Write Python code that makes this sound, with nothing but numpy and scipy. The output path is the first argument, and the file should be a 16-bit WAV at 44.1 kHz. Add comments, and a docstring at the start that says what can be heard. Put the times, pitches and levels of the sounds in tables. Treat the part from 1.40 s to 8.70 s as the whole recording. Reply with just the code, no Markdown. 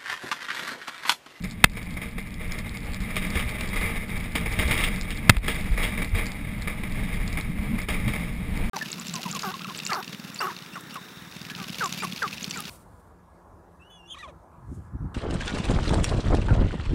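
"""A rumbling wheel, a hollow boom and rushing air: a glider under tow on rough grass, heard in the cockpit.
Shaped noise makes these three; decaying sines add low thumps, from the wheel in ruts and under the mount's
knocks. Bumps shake gritty rattle from the plastic microphone housing as dense tiny impacts; loose fittings tick
as scuffed noise pulses. The camera mount knocks as a buzz of sines, twice hard enough to overload the input. A
cheap recorder narrows the band and holds each slow sample, adding a thin, fizzy treble."""
import sys
import numpy as np
from scipy import signal
from scipy.fft import rfft, irfft
from scipy.io import wavfile

SR = 44100
rng = np.random.default_rng(int(sys.argv[2]) if len(sys.argv) > 2 else 0)


def file_out(sig):
    """Save sig as 16-bit WAV at sys.argv[1]."""
    # one column per channel
    cols = np.atleast_2d(sig).T
    # limit, then scale
    lim = np.clip(cols, -1, 1)
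    pcm = np.round(lim * 32767).astype(np.int16)
    wavfile.write(sys.argv[1], SR, pcm)


N = 321822
TAPS = 4096
TIME_S = np.arange(N) / SR
BIN_HZ = np.fft.rfftfreq(TAPS, 1 / SR)
CLOCK_HZ, EDGE_HZ = 12000, 15450  # recorder sample clock, top of its output band

# Wheel and fuselage level laws, before trim:
# (start level [dB], growth with speed [dB/s], share of shaking [dB/dB], random swell rms [dB])
RUMBLE_LAW = (-33, 0.63, 0.37, .5)
BOOM_LAW = (-38, 0.6946, .2, 0.77)
# Brief swells and dips in rumble and boom: (time [s], half length [s], rumble change [dB], boom change [dB])
SWELLS = [(.04, 0.027, 4.5, 7.5), (1.93, .1, -2, 3.5), (2.45, .15, 3, -0.5), (4.095, .04, 0, 4),
          (4.5, .12, 0.5, 2.5), (4.98, .03, -5, 5), (6.094, 0.016, 0, 9), (6.33, 0.038, 0, 8),
          (6.67, 0.072, 1.5, 4), (7.18, 0.067, 3, 0)]
# Brief lulls in the din, each layer taking its share: (time [s], half length [s], full depth [dB])
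LULLS = [(0.303, .04, 4.5), (0.716, 0.027, 5), (0.857, 0.033, 2.5), (2.666, 0.019, 7.5), (2.92, 0.029, 3),
         (4.006, 0.027, 17), (4.702, 0.028, 5), (4.927, .04, 4.5), (6.018, 0.016, 11), (6.462, .025, 6.5)]
# Rolling wheel spectrum: (frequency [Hz], relative density [dB per Hz])
RUMBLE_SPECTRUM = [(10, -10.5), (22, 4.5), (32, 0), (46, -1), (62, -4), (100, -7.5), (125, -7),
                   (150, -21.5), (250, -20.5), (400, -30.5), (900, -53)]
# Low thumps, from the wheel dropping into ruts and under the mount knocks: (time [s], level [dB], pitch [Hz],
# swell time [s])
THUMPS = [(0.241, -21, 50, 0.0072), (0.2439, -5.5, 147, 0.0014), (1.599, -19.5, 41, 0.0097),
          (1.955, -19, 70, 0.0069), (2.054, -21.5, 65, 0.009), (3.186, -18, 79.4, 0.0063),
          (3.25, -17.5, 59, 0.01), (3.898, -11, 107, 0.0047), (3.968, -14.5, 42.3, 0.009),
          (4.307, -13, 42, .012), (4.375, -23, 30, 0.031), (4.721, -18.5, 33, 0.024),
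          (4.73, -17.5, 84, 0.01), (5.8, -23, 33, 0.016), (6.19, -19.5, 60, 0.0067),
          (6.656, -21, 121, 0.017)]
# Fuselage air modes: (frequency [Hz], width [Hz], relative level [dB])
CABIN_MODES = [(134.4, 15.5, -3.5), (178.4, 22, 2), (200.3, 11, 1.5), (227, 18.5, -1.5),
               (289.4, 20.6, -9.5)]
# Airflow spectrum: (frequency [Hz], relative density [dB per Hz])
AIR_SPECTRUM = [(100, 1.5), (280, -10.5), (450, -8), (800, -9), (1500, -16), (2200, -6.5), (3000, -18.5),
                (4500, -26), (6000, -42)]
# Cockpit shaking between bumps: (time [s], rattle drive [dB])
SHAKE = [(0, -48), (.45, -43), (.89, -44), (1.05, -41), (1.45, -42), (1.62, -38.5), (2, -34.5),
         (2.45, -36.5), (2.62, -38.5), (3.08, -35), (3.4, -28.5), (3.68, -40), (4.2, -36), (5.1, -42.5),
         (5.45, -42.5), (5.63, -35.5), (6.15, -42), (6.68, -38.5), (7.04, -44), (7.3, -36.5)]
USUAL_SHAKE_DB = -40.5  # on average turf
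# Bumps that set off rattle bursts: (time [s], drive level [dB], fade time [s], hard/soft ratio [dB])
JOLTS = [(.036, -30, 0.018, -25), (0.368, -29.5, 0.02, -25), (.565, -33, 0.035, -25),
         (.615, -30.5, 0.039, -14), (.78, -27, 0.015, -27), (1.006, -37, 0.071, -19),
         (1.109, -35, 0.088, -15), (1.764, -22, 0.016, -5.5), (1.821, -30, 0.038, -10),
         (1.953, -20.5, 0.02, -12), (1.993, -25, 0.019, -6), (2.206, -25, .008, -5),
         (2.33, -26, 0.014, -20), (2.358, -27, 0.059, -17), (2.41, -27.5, 0.1, -17),
         (2.688, -35, 0.048, -25), (2.952, -18, 0.022, -8), (3.058, -24, 0.016, -20),
         (3.188, -21.5, 0.039, -7), (3.308, -19.5, 0.027, -7), (3.374, -24.5, 0.018, 1),
         (3.436, -25.5, 0.019, 2), (3.703, -31.5, 0.027, -1.5), (4.042, -31, .01, -13),
         (4.077, -22.5, 0.036, -6), (4.374, -27, 0.1, -20), (4.425, -26.5, 0.043, -3.5),
         (4.527, -32, 0.034, -23), (4.574, -27, .026, -28.5), (4.618, -20, 0.0099, -27),
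         (4.746, -28, .11, -17), (4.791, -23, 0.0099, -19), (5.272, -26.5, .037, -28),
         (5.433, -29, 0.015, -28), (5.971, -25, .028, -21), (6.381, -32, 0.048, -20),
         (6.485, -25, 0.041, -8), (6.538, -30.5, 0.019, -21), (6.677, -24.5, 0.033, -22),
         (6.734, -30.5, 0.093, -15)]
# Steady shaking: drive at which half grates [dB], growth of hard/soft ratio [dB/dB]
GRATE_FROM_DB, GRATE_PER_DB = -17, .9
# Housing resonances: (frequency [Hz], width [Hz], relative level [dB])
HOUSING_MODES = [(463, 30, -2.5), (617, 28, -4.5), (854, 81, -11), (1203, 187, -7), (1743, 240, -7),
                 (2097, 190, 1), (2297, 214, -0.5), (2730, 25, -15.5), (3302, 78, -10), (3705, 205, -11),
                 (4800, 120, -21)]
# Housing transmission between resonances: (frequency [Hz], relative gain [dB])
WALL_GAIN = [(60, -9), (300, -6), (900, -13.5), (1450, -19), (2600, -14.5), (3500, -20), (4200, -27),
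             (5300, -21), (6000, -29.5)]
# Housing weighting under hard, grating contact: (frequency [Hz], relative gain [dB])
GRATE_GAIN = [(150, 1), (600, -15), (1700, 4), (2200, -4), (2800, 13.5), (3800, 9), (5500, 6.5)]
# Loudest ticks of loose fittings: (time [s], level before tick gain [dB])
TICKS = [(.043, -32.5), (.111, -33), (.12, -39), (.298, -40), (.429, -35.5), (.507, -38.5), (.942, -38),
         (1.121, -29.5), (1.188, -28.5), (1.294, -36), (1.372, -33), (1.535, -35), (1.545, -32.5),
         (1.604, -34.5), (1.758, -26.5), (1.904, -33), (2.092, -31), (2.21, -33), (2.278, -35), (2.36, -31),
         (2.703, -37), (2.921, -38), (3.127, -31.5), (3.561, -32.5), (3.612, -29), (3.621, -32),
         (3.706, -35), (3.774, -34.5), (4.146, -32), (4.646, -31), (4.777, -33), (4.858, -29),
         (4.867, -28.5), (4.919, -31.5), (5.222, -34), (5.523, -37), (5.878, -29.5), (5.929, -33.5),
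         (6.011, -32), (6.418, -31.5), (7.175, -35.5)]
# Tick spectrum: (frequency [Hz], relative density [dB per Hz])
TICK_SPECTRUM = [(200, -17), (1400, -1), (2200, 9), (2800, -2), (3400, 6.5), (5200, 7), (6000, -2)]
# Faint ticks weaken as the wings take the weight
PATTER_START_DB, PATTER_DB_PER_S = -53, -1.5
# Mount knocks and rebounds: (time [s], level [dB], length [s], push/buzz ratio [dB])
KNOCKS = [(0.2411, 6.5, 0.0044, -15), (.258, -33, 0.0033, -4), (3.895, 8, 0.0047, 3),
          (3.905, -20, 0.0032, -10), (3.968, -25.5, 0.0028, -8)]
# Mount modes: (frequency [Hz], relative level [dB])
MOUNT_MODES = [(340, -11), (620, -10), (800, -10), (1020, -7), (1270, -1), (1520, -6.5), (1770, 1),
               (2050, 2.5), (2300, -11), (2600, 1.5), (2900, -35), (3200, -4.5), (3620, -1.5), (4200, -15),
               (4850, -8.5)]


def amp(db):
    """Converts decibels to amplitude gain."""
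    return 10 ** (np.asarray(db) / 20)


def evened(x):
    """Scales a signal to unit rms."""
    return x / np.sqrt(np.mean(x ** 2) + 1e-20)


def slope(points):
    """Gain per bin, interpolated in dB on a log-frequency axis."""
    hz, db = np.transpose(points)
    return amp(np.interp(np.log(BIN_HZ + 1), np.log(hz), db))


def peaks(modes):
    """Gain per bin of resonances summed in power."""
    power = 0
    for hz, width_hz, db in modes:
        gain = amp(db) / (1 + ((BIN_HZ - hz) / width_hz) ** 2 * 2)
        power = power + gain ** 2
    return np.sqrt(power)


def ring(gain):
    """Minimum-phase, unit-energy impulse response of a gain curve."""
    cepstrum = irfft(np.log(np.maximum(gain / gain.max(), 1e-5)))
    # folding the cepstrum onto positive time makes the response causal
    cepstrum[1:TAPS // 2] *= 2
    cepstrum[TAPS // 2 + 1:] = 0
    response = irfft(np.exp(rfft(cepstrum)))
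    return response / np.linalg.norm(response)


def through(force, gain):
    """Filters a force through a body's response."""
    return signal.oaconvolve(force, ring(gain))[:N]


def flutter(rate_hz):
    """Smooth unit-rms random curve, low-passed near the given rate."""
    hz = np.fft.rfftfreq(N, 1 / SR)
    spectrum = rfft(rng.standard_normal(N))
    return evened(irfft(spectrum / (1 + (hz / rate_hz) ** 4), N))


def add(mix, start_s, sound):
    """Adds a sound into the mix in place."""
    part = mix[max(round(start_s * SR), 0):][:len(sound)]
    part += sound[:len(part)]


def bells(times_s, half_lengths_s, heights_db):
    """Sum of bell-shaped level changes, in dB over time."""
    total_db = 0
    for s, half_s, db in zip(times_s, half_lengths_s, heights_db):
        total_db = total_db + db * np.exp(-((TIME_S - s) / half_s) ** 2)
    return total_db


def rolling(law, shake_db, swell_hz=7):
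    """Level in dB: a steady climb for speed, a share of the shaking and a random swell."""
    start_db, db_per_s, share, swell_db = law
    shaking_db = share * (shake_db - USUAL_SHAKE_DB)
    return start_db + db_per_s * TIME_S + shaking_db + swell_db * flutter(swell_hz)


def wheel(level_db, trim_db=-1):
    """Uneven turf shakes the airframe as low noise; heavy decaying sines add low thumps, from ruts and under
    the knocks."""
    noise = evened(through(rng.standard_normal(N), slope(RUMBLE_SPECTRUM)))
    out = amp(level_db + trim_db) * noise
    t = TIME_S[:SR // 3]
    for s, db, hz, swell_s in THUMPS:
        envelope = t / swell_s * np.exp(1 - t / swell_s)
        add(out, s, amp(db) * envelope * np.sin(2 * np.pi * hz * t))
    return out


def fuselage(level_db, trim_db=-1):
    """Noise rings the air modes of the hollow shell as a boom."""
    boom = evened(through(rng.standard_normal(N), peaks(CABIN_MODES)))
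    return amp(level_db + trim_db) * boom


def airflow(start_db=-52, end_db=-44, gust_db=3.5, gust_hz=7.2):
    """Air rushing over the canopy: gusty shaped noise, growing with speed."""
    climb_db = (end_db - start_db) * TIME_S / TIME_S[-1]
    level_db = start_db + climb_db + gust_db * flutter(gust_hz)
    return amp(level_db) * evened(through(rng.standard_normal(N), slope(AIR_SPECTRUM)))


def grit(level_db, grains_per_s=3500, spread_db=0.5, flutter_db=1.14, flutter_hz=45):
    """Dense train of tiny impacts, random in time, sign and size, with flickering strength."""
    sizes = amp(spread_db * np.minimum(rng.exponential(1, N), 3)) * rng.choice([-1, 1], N)
    hits = rng.random(N) < grains_per_s / SR
    return amp(level_db) * evened(sizes * hits * amp(flutter_db * flutter(flutter_hz)))


def rattle(housing, shake_db, uneven_db=1.5, uneven_hz=22, grate_db=2, rise_s=0.0023):
    """Tiny impacts ring the housing; bumps add dying bursts, and hard contact grates."""
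    power = amp(shake_db + uneven_db * flutter(uneven_hz)) ** 2
    hardness = (power / amp(GRATE_FROM_DB) ** 2) ** GRATE_PER_DB  # hard/soft power ratio
    soft_power = power / (1 + hardness)
    hard_power = power * hardness / (1 + hardness)
    t = TIME_S[:SR // 2]
    for s, db, fade_s, hard_db in JOLTS:
        envelope = np.minimum(t / rise_s, 1) * np.exp(-t / max(fade_s, .004))
        burst_power = (amp(db) * envelope) ** 2
        add(soft_power, s, burst_power / (1 + amp(hard_db) ** 2))
        # the hard part is not reduced in turn: it adds to the burst
        add(hard_power, s, burst_power * amp(hard_db) ** 2)
    grating = grit(grate_db, grains_per_s=1500, spread_db=2.5) * np.sqrt(hard_power)
    rattling = grit(0) * np.sqrt(soft_power)
    return through(rattling, housing) + through(grating, housing * slope(GRATE_GAIN))


def ticks(shake_db, gain_db=19, faint_per_s=25, chatter_db=-18, shake_share=0.62):
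    """Loose fittings scuff briefly, then chatter; faint random ticks get louder with shaking."""
    t, scuff_s = TIME_S[:SR // 40], .0005
    scuffing = t / scuff_s * np.exp(1 - t / scuff_s)
    shape = scuffing + amp(chatter_db) * np.exp(-t / 0.038)
    starts = 1. * (rng.random(N) < faint_per_s / SR)
    touches = signal.oaconvolve(starts, shape)[:N]
    shaking_db = shake_share * (shake_db - USUAL_SHAKE_DB)
    patter_db = PATTER_START_DB + PATTER_DB_PER_S * TIME_S + shaking_db
    force = amp(patter_db) * evened(touches * rng.standard_normal(N))
    unit_shape = shape / np.linalg.norm(shape)
    scuffs = np.sign(rng.standard_normal((len(TICKS), len(t))))
    for (s, db), scuff in zip(TICKS, scuffs):
        add(force, s - scuff_s, amp(db + gain_db) * unit_shape * scuff)  # peaks at s
    low_pass = 1 / np.hypot(1, (BIN_HZ / (CLOCK_HZ / 2)) ** 10)
    return through(force, slope(TICK_SPECTRUM) * low_pass)


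def knocks(push_hz=170, push_s=0.004, tail_db=-21, tail_s=0.0042, lag_rad=.45):
    """Each blow makes the mount modes buzz for milliseconds, over a dull push."""
    out, t = np.zeros(N), TIME_S[:TAPS]
    buzz = np.zeros(TAPS)
    for k, (hz, db) in enumerate(MOUNT_MODES):
        # higher modes lag, spreading the blow into a buzz
        buzz += amp(db) * np.sin(2 * np.pi * hz * t - lag_rad * k ** 2)
    buzz = evened(buzz)
    push = -np.sin(2 * np.pi * push_hz * t) * np.exp(-(t / push_s) ** 2)
    for s, db, length_s, push_db in KNOCKS:
        envelope = np.exp(-(t / length_s) ** 4) + amp(tail_db) * np.exp(-t / tail_s)
        add(out, s, amp(db) * (buzz * envelope + amp(push_db) * push))
    return out


def scene(rumble_lull=0.63, boom_lull=0.99, air_lull=0.4):
    """Sums all layers at the microphone; the lull settings are shares of the full depth."""
    shake_db = np.interp(TIME_S, *np.transpose(SHAKE))
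    lull_db = bells(*np.transpose(LULLS))
    s, half_s, rumble_change_db, boom_change_db = np.transpose(SWELLS)
    rumble_db = rolling(RUMBLE_LAW, shake_db) + bells(s, half_s, rumble_change_db) - rumble_lull * lull_db
    boom_db = rolling(BOOM_LAW, shake_db) + bells(s, half_s, boom_change_db) - boom_lull * lull_db
    air = airflow() * amp(-air_lull * lull_db)
    housing = np.hypot(peaks(HOUSING_MODES), slope(WALL_GAIN))
    lulled_db = shake_db - lull_db
    shaken = rattle(housing, lulled_db) + ticks(lulled_db) + knocks()
    return (wheel(rumble_db) + fuselage(boom_db) + air + shaken)[None]


def record(dry, band_hz=5600, gain_db=-0.5, overload=0.84):
    """Cheap recorder: clipping input, narrow band, each slow sample held until the next."""
    hz = np.fft.rfftfreq(N, 1 / SR)
    driven = np.clip(amp(gain_db) * dry, -overload, overload)
    narrow = irfft(rfft(driven) / np.sqrt(1 + (hz / band_hz) ** 40), N)
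    # sampling mirrors the sound about the clock rate: a thin, fizzy treble
    mirrored = np.clip(narrow, -1, 1) * (1 + 2 * np.cos(2 * np.pi * CLOCK_HZ * TIME_S))
    held = irfft(rfft(mirrored) * np.sinc(hz / CLOCK_HZ), N)
    edge = signal.firwin(401, EDGE_HZ, window=("kaiser", 8), fs=SR)
    return signal.oaconvolve(held, edge[None], "same")


dry = scene()
out = record(dry)
file_out(out)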